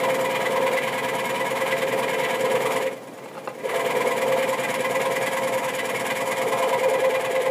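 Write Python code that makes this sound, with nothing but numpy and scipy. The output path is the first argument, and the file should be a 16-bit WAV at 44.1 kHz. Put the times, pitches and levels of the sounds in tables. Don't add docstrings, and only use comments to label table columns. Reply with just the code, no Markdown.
import sys
import numpy as np
from scipy import signal
from scipy.fft import irfft
from scipy.io import wavfile
from scipy.ndimage import uniform_filter1d

SR = 44100
rng = np.random.default_rng(int(sys.argv[2]) if len(sys.argv) > 2 else 0)


def level_to_linear(level):
    exponent = np.asarray(level, float) / 20
    return 10 ** exponent


def unload_audio(sound):
    columns = np.transpose(np.atleast_2d(sound))
    steps = np.round(np.clip(columns, -1, 1) * 32767)
    wavfile.write(sys.argv[1], SR, steps.astype(np.int16))


N = 330750
T = np.arange(N) / SR
STROKES_PER_S = 9.54

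# (time [s], lead [turns])
STROKE_LEAD = [(0.2, 0.025), (1, 0.027), (1.8, 0.019), (2.6, 0.017), (3, 0.069), (3.3, 0.09), (3.6, 0.154),
               (4, 0.152), (4.8, 0.156), (5.6, 0.152), (6.4, 0.155), (7, 0.199), (7.3, 0.235)]


def crank():
    return STROKES_PER_S * T + np.interp(T, *np.transpose(STROKE_LEAD))


TURNS = crank()

# (time [s], share [0-1])
SINGING = [(0, .15), (2.85, .15), (2.95, 0), (3.55, 0), (3.8, .15), (4.6, .35), (6.3, .3), (6.7, .75),
           (7.5, .82)]


def board():
    share = np.clip(np.interp(T, *np.transpose(SINGING)), 0, 1)
    return level(part=1) * board_hum(share) + level(part=2) * board_clatter(share)


# (frequency [Hz], density [dB per Hz])
BOARD = [(200, -60), (300, -28), (360, -18), (480, -15.5), (560, -16.5), (640, -34.5), (800, -60)]
# (frequency [Hz], width [Hz], height over the smooth colour [dB])
BOARD_MODES = [(442.2, 13, 14), (458, 50, 11.6), (496, 5.4, 16.7), (529.6, 10.7, 23.6)]


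def board_hum(share):
    teeth_passed = 56 / (2 * np.pi) * np.sin(2 * np.pi * (TURNS - .43))
    knocks = 2.1 * repeating(0.852) + 0.29 * np.cos(2 * np.pi * teeth_passed)
    loose = 0.64 * rng.standard_normal(N)
    turning = (STROKES_PER_S * T - .8 + .5) % 1 - .5
    note_hz = 526 - 110 * np.exp(-((turning + .01) / .11) ** 2)
    unbroken = 1 - .8 * np.exp(-((turning - .05) / .08) ** 2)
    note = evened(np.sin(2 * np.pi * np.cumsum(note_hz) / SR) * unbroken)
    flutter_band = signal.butter(2, [25, 80], "band", fs=SR)
    flutter = evened(signal.lfilter(*flutter_band, rng.standard_normal(N)))
    note = evened(note * (1 + .25 * flutter))
    ringing = coloured(knocks + loose, BOARD, BOARD_MODES)
    return np.sqrt(share) * note + np.sqrt(1 - share) * ringing


# (frequency [Hz], density [dB per Hz])
CLATTER = [(400, -44.5), (600, -25), (720, -18.5), (850, -22.5), (1050, -22.5), (1300, -22.5),
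           (1800, -46.5)]
# (frequency [Hz], width [Hz], height [dB])
CLATTER_MODES = [(678.4, 8.9, 14.8), (700, 3.8, 5.8), (790, 3.7, 2.3), (828, 17, 3.1), (896, 14, 13),
                 (962, 11.5, 18.3), (1002, 10.4, 10.9), (1048.3, 5.8, 12.1)]
# (centre [turns], rise [turns], fall [turns], level [dB])
CLATTER_BURSTS = [(.45, 0.13, 0.17, -3.5), (.97, 0.24, 0.27, 0.5)]
# (frequency [Hz], width [Hz], height [dB])
LOOSE_MODES = [(684, 15, 22), (679, 5.5, 14), (807, 16, 11), (860, 48, 18.5), (890, 11, -10),
               (1052, 17, 13)]
# (centre [turns], rise [turns], fall [turns], level [dB])
LOOSE_BURSTS = [(0.52, 0.02, 0.05, -1.5), (.02, 0.12, 0.14, -23)]


def board_clatter(share):
    tooth_top_hz, tooth_turns, tooth_share = 1132, 0.079, 0.92
    mid_stroke = (TURNS - .42 + .5) % 1 - .5
    stroke = np.floor(TURNS - .42 + 1.5).astype(int)
    luck = rng.uniform(-1, 1, (80, 2))[stroke].T
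    tooth_hz = (1 + 0.065 * luck[1] - 0.081 * share) * tooth_top_hz
    tooth_wave = np.cos(tooth_hz / STROKES_PER_S * np.sin(2 * np.pi * mid_stroke))
    bite = level_to_linear(2.7 * luck[0]) * np.exp(-(mid_stroke / tooth_turns) ** 2) * tooth_wave
    rattle = 1.08 * repeating(0.688) + rng.standard_normal(N) + tooth_share * bite
    tight = coloured(rattle * bursts(CLATTER_BURSTS, -6, 2.55), CLATTER, CLATTER_MODES)
    slack = coloured(rattle * bursts(LOOSE_BURSTS, -9, 0.89), CLATTER, LOOSE_MODES)
    return np.sqrt(1 - share ** 2) * tight + share * slack


# (frequency [Hz], density [dB per Hz])
TEETH = [(900, -39), (1300, -23.5), (1600, -11.5), (2100, -4), (2600, -9.5), (3300, -8.5), (4000, -15),
         (5500, -28)]
# (frequency [Hz], width [Hz], height [dB])
TEETH_MODES = [(1437, 18, 16.3), (1603, 45, 12.4), (1674, 34, 11.3), (1990, 52, 12.7), (2064, 80, 4.9),
               (2170, 56, 3.2), (2393, 53, 9.7), (2675, 51, 2.9), (3020, 40, 6.5)]
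# (frequency [Hz], width [Hz], height [dB])
DRAG_MODES = [(1464, 29, 8.5), (1618, 43, 13.5), (1682, 18, 16.5), (1870, 75, 9), (2167, 35, 11),
              (2296, 46, 8.5), (2373, 23, 13), (2760, 68, 2), (3036, 67, 5.5)]
# (centre [turns], rise [turns], fall [turns], level [dB])
RASP_BURSTS = [
    (0.45, 0.09, 0.099, 2.5),
    (0.9, 0.052, 0.25, 1),
    (0.011, 0.028, 0.094, -3.5),
]
# (frequency [Hz], density [dB per Hz])
BLADE = [(3000, -36), (3800, -41), (4500, -6.5), (5700, -4), (6400, -9), (7100, -1.5), (9300, -5),
         (11200, -4.5), (12200, -2.5), (13000, -11), (13800, -39), (14800, -25), (15300, -1.5)]
# (frequency [Hz], width [Hz], height [dB])
BLADE_MODES = [(6060, 46, 1.9), (5980, 63, 2.4), (6460, 45, 3.5), (6980, 40, 2.2), (6920, 200, 6.1),
               (7580, 25, 5.4), (7600, 25, 5.2), (7830, 50, 6.3), (9100, 37, 1.2), (9070, 38, 3.4),
               (9630, 94, 4.9), (10490, 130, 9.6), (12000, 45, 3.7), (12800, 40, 4)]
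# (centre [turns], rise [turns], fall [turns], level [dB])
HISS_BURSTS = [
    (0.42, 0.052, 0.07, 6.1),
    (0.93, 0.072, 0.068, 0.5),
    (0.016, 0.023, 0.073, 6.3),
]


def cut():
    fibres = splinters(1500, 3.0, 0.31)
    down = workshop(fibres * bursts(RASP_BURSTS[:1], -13.5, 1.4), 0.11, -7.5)
    up = workshop(fibres * bursts(RASP_BURSTS[1:], -12.5, 1.25), 0.11, -9.5)
    rasp = evened(coloured(down, TEETH, TEETH_MODES) + 0.76 * coloured(up, TEETH, DRAG_MODES))
    hiss = workshop(splinters(2500, 4.8, 0.43) * bursts(HISS_BURSTS, -9, 0.65), 0.076, -2.7)
    return level(part=3) * rasp + level(part=4) * coloured(hiss, BLADE, BLADE_MODES)


# (frequency [Hz], density [dB per Hz])
FRAME = [(18, -85), (30, -51), (75, -66), (89, -19.5), (124, -2), (166, -0.5), (271, 6.5), (305, -1.5),
         (400, -6), (520, -19.5), (880, -120)]
# (frequency [Hz], width [Hz], height [dB])
FRAME_MODES = [(130.5, 5.2, 10.5), (291.6, 3, -19)]


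def frame():
    drive = repeating(1.71) + 0.76 * rng.standard_normal(N)
    return level(part=0) * coloured(drive, FRAME, FRAME_MODES)


# (time [s], peak level [dB])
TAPS = [
    (3.185, -34),
    (3.258, -27.5),
    (3.314, -34),
    (3.352, -31),
    (3.369, -27),
    (3.377, -26),
    (3.4745, -15),
]
# (frequency [Hz], level [dB], decay time T60 [s])
TAP_MODES = [(240, -14, .04), (380, -10, .04), (511, -4, .07), (700, -8, .035), (845, 0, .035),
             (1050, -4, .03), (1160, -5, .025), (1900, -20, .025), (2370, -17, .025), (2745, -12, .025),
             (3430, -21, .02), (4183, -17, .02), (5012, -22, .015)]


def taps():
    out, t = np.zeros(N), T[:6000]
    crack_band = signal.butter(3, [300, 1500], "band", fs=SR)
    for s, peak_db in TAPS:
        ring = np.zeros(len(t))
        for hz, db, t60 in TAP_MODES:
            pitch = rng.uniform(.97, 1.03)
            ring += level_to_linear(db - 60 * t / t60) * np.sin(2 * np.pi * hz * pitch * t)
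        crack = signal.lfilter(*crack_band, rng.standard_normal(len(t)))
        ring += 1.4 * level_to_linear(-60 * t / .045) * crack
        ring *= 1 - np.exp(-t / .0009)
        out[round(s * SR):][:len(t)] += level_to_linear(peak_db) * ring / abs(ring).max()
    return signal.lfilter(*signal.butter(2, 220, "high", fs=SR), out)


# (time [s], pressure [dB])
PUSH = [(0, 4.5), (.3, -2), (.6, 2), (.85, -3.5), (1.6, -0.5), (1.95, -0.5), (2.3, -4), (2.5, 2.5),
        (3.8, 1), (4.25, 0), (4.9, -6), (5.36, -2.5), (5.6, -1.5), (5.77, -9), (6.1, -2.5), (6.45, -0.5),
        (6.8, 3), (7.5, 1)]
# (level [dB], response to push [dB per dB], drift [dB per s], easing [dB], wander [dB])
PARTS = [
    (-37, 0.14, -0.27, -4.5, 0.06),
    (-26, 0.73, 0.0939, -0.2, 2),
    (-29, 0.51, -0.2051, -2.6, 0.5),
    (-30, -0.01, -0.32, 0, -0.7),
    (-41.5, 0.02, 0.56, -5, 0.67),
]
# (idling level [dB], leaving time [s], returning time [s])
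IDLE = [
    (-48, 0.22, 0.38),
    (-43, 0.12, 0.1),
    (-50, 0.18, 0.16),
    (-49, 0.19, 0.15),
    (-55.5, 0.19, 0.16),
]


def level(part):
    cut_db, follow, drift_db, ease_db, wander_db = PARTS[part]
    idle_db, leaving_s, returning_s = IDLE[part]
    wander = np.interp(TURNS, np.arange(80), np.clip(rng.standard_normal(80), -2, 2))
    ease_from_s, ease_to_s = 6.53, 7.1
    easing = np.clip((T - ease_from_s) / (ease_to_s - ease_from_s), 0, 1)
    db = cut_db + follow * np.interp(T, *np.transpose(PUSH)) + drift_db * T + ease_db * easing
    return level_to_linear(idle_db + (db - idle_db) * contact(leaving_s, returning_s) + wander_db * wander)


def contact(leaving_s, returning_s):
    lifted_s, back_s = 2.992, 3.569
    return np.clip(np.maximum((lifted_s - T) / leaving_s, (T - back_s) / returning_s), 0, 1)


def repeating(drift_s, count=6):
    patterns = irfft(np.exp(2j * np.pi * rng.random((count, 2049))))
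    place = TURNS % 1 * 4096
    out = np.zeros(N)
    for k, pattern in enumerate(patterns):
        away = (T / drift_s - k + count / 2) % count - count / 2
        weight = 1 + np.cos(np.pi * np.clip(away, -1, 1))
        out += np.sqrt(weight) * np.interp(place, np.arange(4096), pattern, period=4096)
    return evened(out)


def bursts(shape, rest_db, spread_db):
    power = level_to_linear(rest_db) ** 2 * np.ones(N)
    for centre, rise, fall, db in shape:
        stroke = np.floor(TURNS - centre + .5).astype(int) + 1
        chance = np.clip(rng.standard_normal((stroke.max() + 1, 2)), -1.5, 1.5)[stroke]
        off = TURNS - centre - (stroke - 1) - 0.0054 * chance[:, 0]
        swell = np.exp(-(off / np.where(off < 0, rise, fall)) ** 2)
        power += level_to_linear(db + spread_db * chance[:, 1]) ** 2 * swell
    return evened(np.sqrt(power))


def splinters(per_s, spread_db, share):
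    sizes = level_to_linear(spread_db * np.minimum(rng.exponential(1, N), 4))
    clicks = sizes * (rng.random(N) < per_s / SR) * rng.choice([-1, 1], N)
    return share * evened(clicks) + (1 - share) * rng.standard_normal(N)


def coloured(x, spectrum, modes):
    hz = abs(np.fft.fftfreq(16384, 1 / SR))
    f, db = np.transpose(spectrum)
    power = 1 + sum(level_to_linear(d) ** 2 / (1 + (2 * (hz - c) / w) ** 2) for c, w, d in modes)
    smooth_db = np.maximum(np.interp(np.log(hz + 1), np.log(f), db), -100)
    log_gain = np.log(level_to_linear(smooth_db) * np.sqrt(power))
    response = np.fft.ifft(np.exp(np.conj(signal.hilbert(log_gain)))).real[:8192]
    return evened(signal.oaconvolve(x, response)[:N])


def evened(x):
    return x / np.sqrt(np.mean(x ** 2) + 1e-20)


def workshop(x, t60, wet_db):
    at = np.arange(300, 12000, 22) + rng.integers(0, 22, 532)
    tail = np.zeros(12100)
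    tail[at] = rng.choice([-1., 1.], len(at)) * level_to_linear(-60 * at / SR / t60)
    tail = signal.lfilter([1], [1, -.4], tail)
    return x + level_to_linear(wet_db) * signal.oaconvolve(x, tail / np.linalg.norm(tail))[:N]


# (frequency [Hz], density [dB per Hz])
AIR = [(60, -38), (150, 2), (600, 7.5), (2000, -14.5), (6000, -20.5), (12500, -26), (13800, -32),
       (15500, -17)]


def air():
    return level_to_linear(-41.5) * coloured(rng.standard_normal(N), AIR, [])


def scene():
    return (board() + cut() + frame() + workshop(taps(), 0.21, -13) + air())[None]


def roll_off(x):
    return signal.sosfilt(signal.butter(12, 15450, fs=SR, output="sos"), x)


def record(dry):
    soft = .42 * np.tanh(dry / .42)
    thin = signal.sosfilt(signal.butter(2, 75, "high", fs=SR, output="sos"), soft)
    hz, t, z = signal.stft(thin, SR, nperseg=2048)
    power = uniform_filter1d(uniform_filter1d(abs(z) ** 2, size=6, axis=1), size=2, axis=2)
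    hiss = power[:, (hz > 6000) & (hz < 12000)].mean(1, keepdims=True)
    hiss = uniform_filter1d(hiss, size=9, axis=2)
    idle = np.interp(t, T, 1 - contact(.15, .2))
    mute_db = -9 - 5 * idle + 2.6 * np.maximum(t - 6.0, 0)
    spared_db = -5.5 * (1 - np.exp(-((hz[:, None] - 13600) / 900) ** 4))
    z = z * ((power > hiss * level_to_linear(mute_db + spared_db) ** 2) | (hz < 8000)[:, None])
    muted = signal.istft(z, SR, nperseg=2048)[1][:, :N]
    edge = signal.firwin(511, 15310, window=("kaiser", 6), fs=SR)
    return roll_off(signal.oaconvolve(muted, edge[None], "same"))


dry = scene()
out = record(dry)
unload_audio(out)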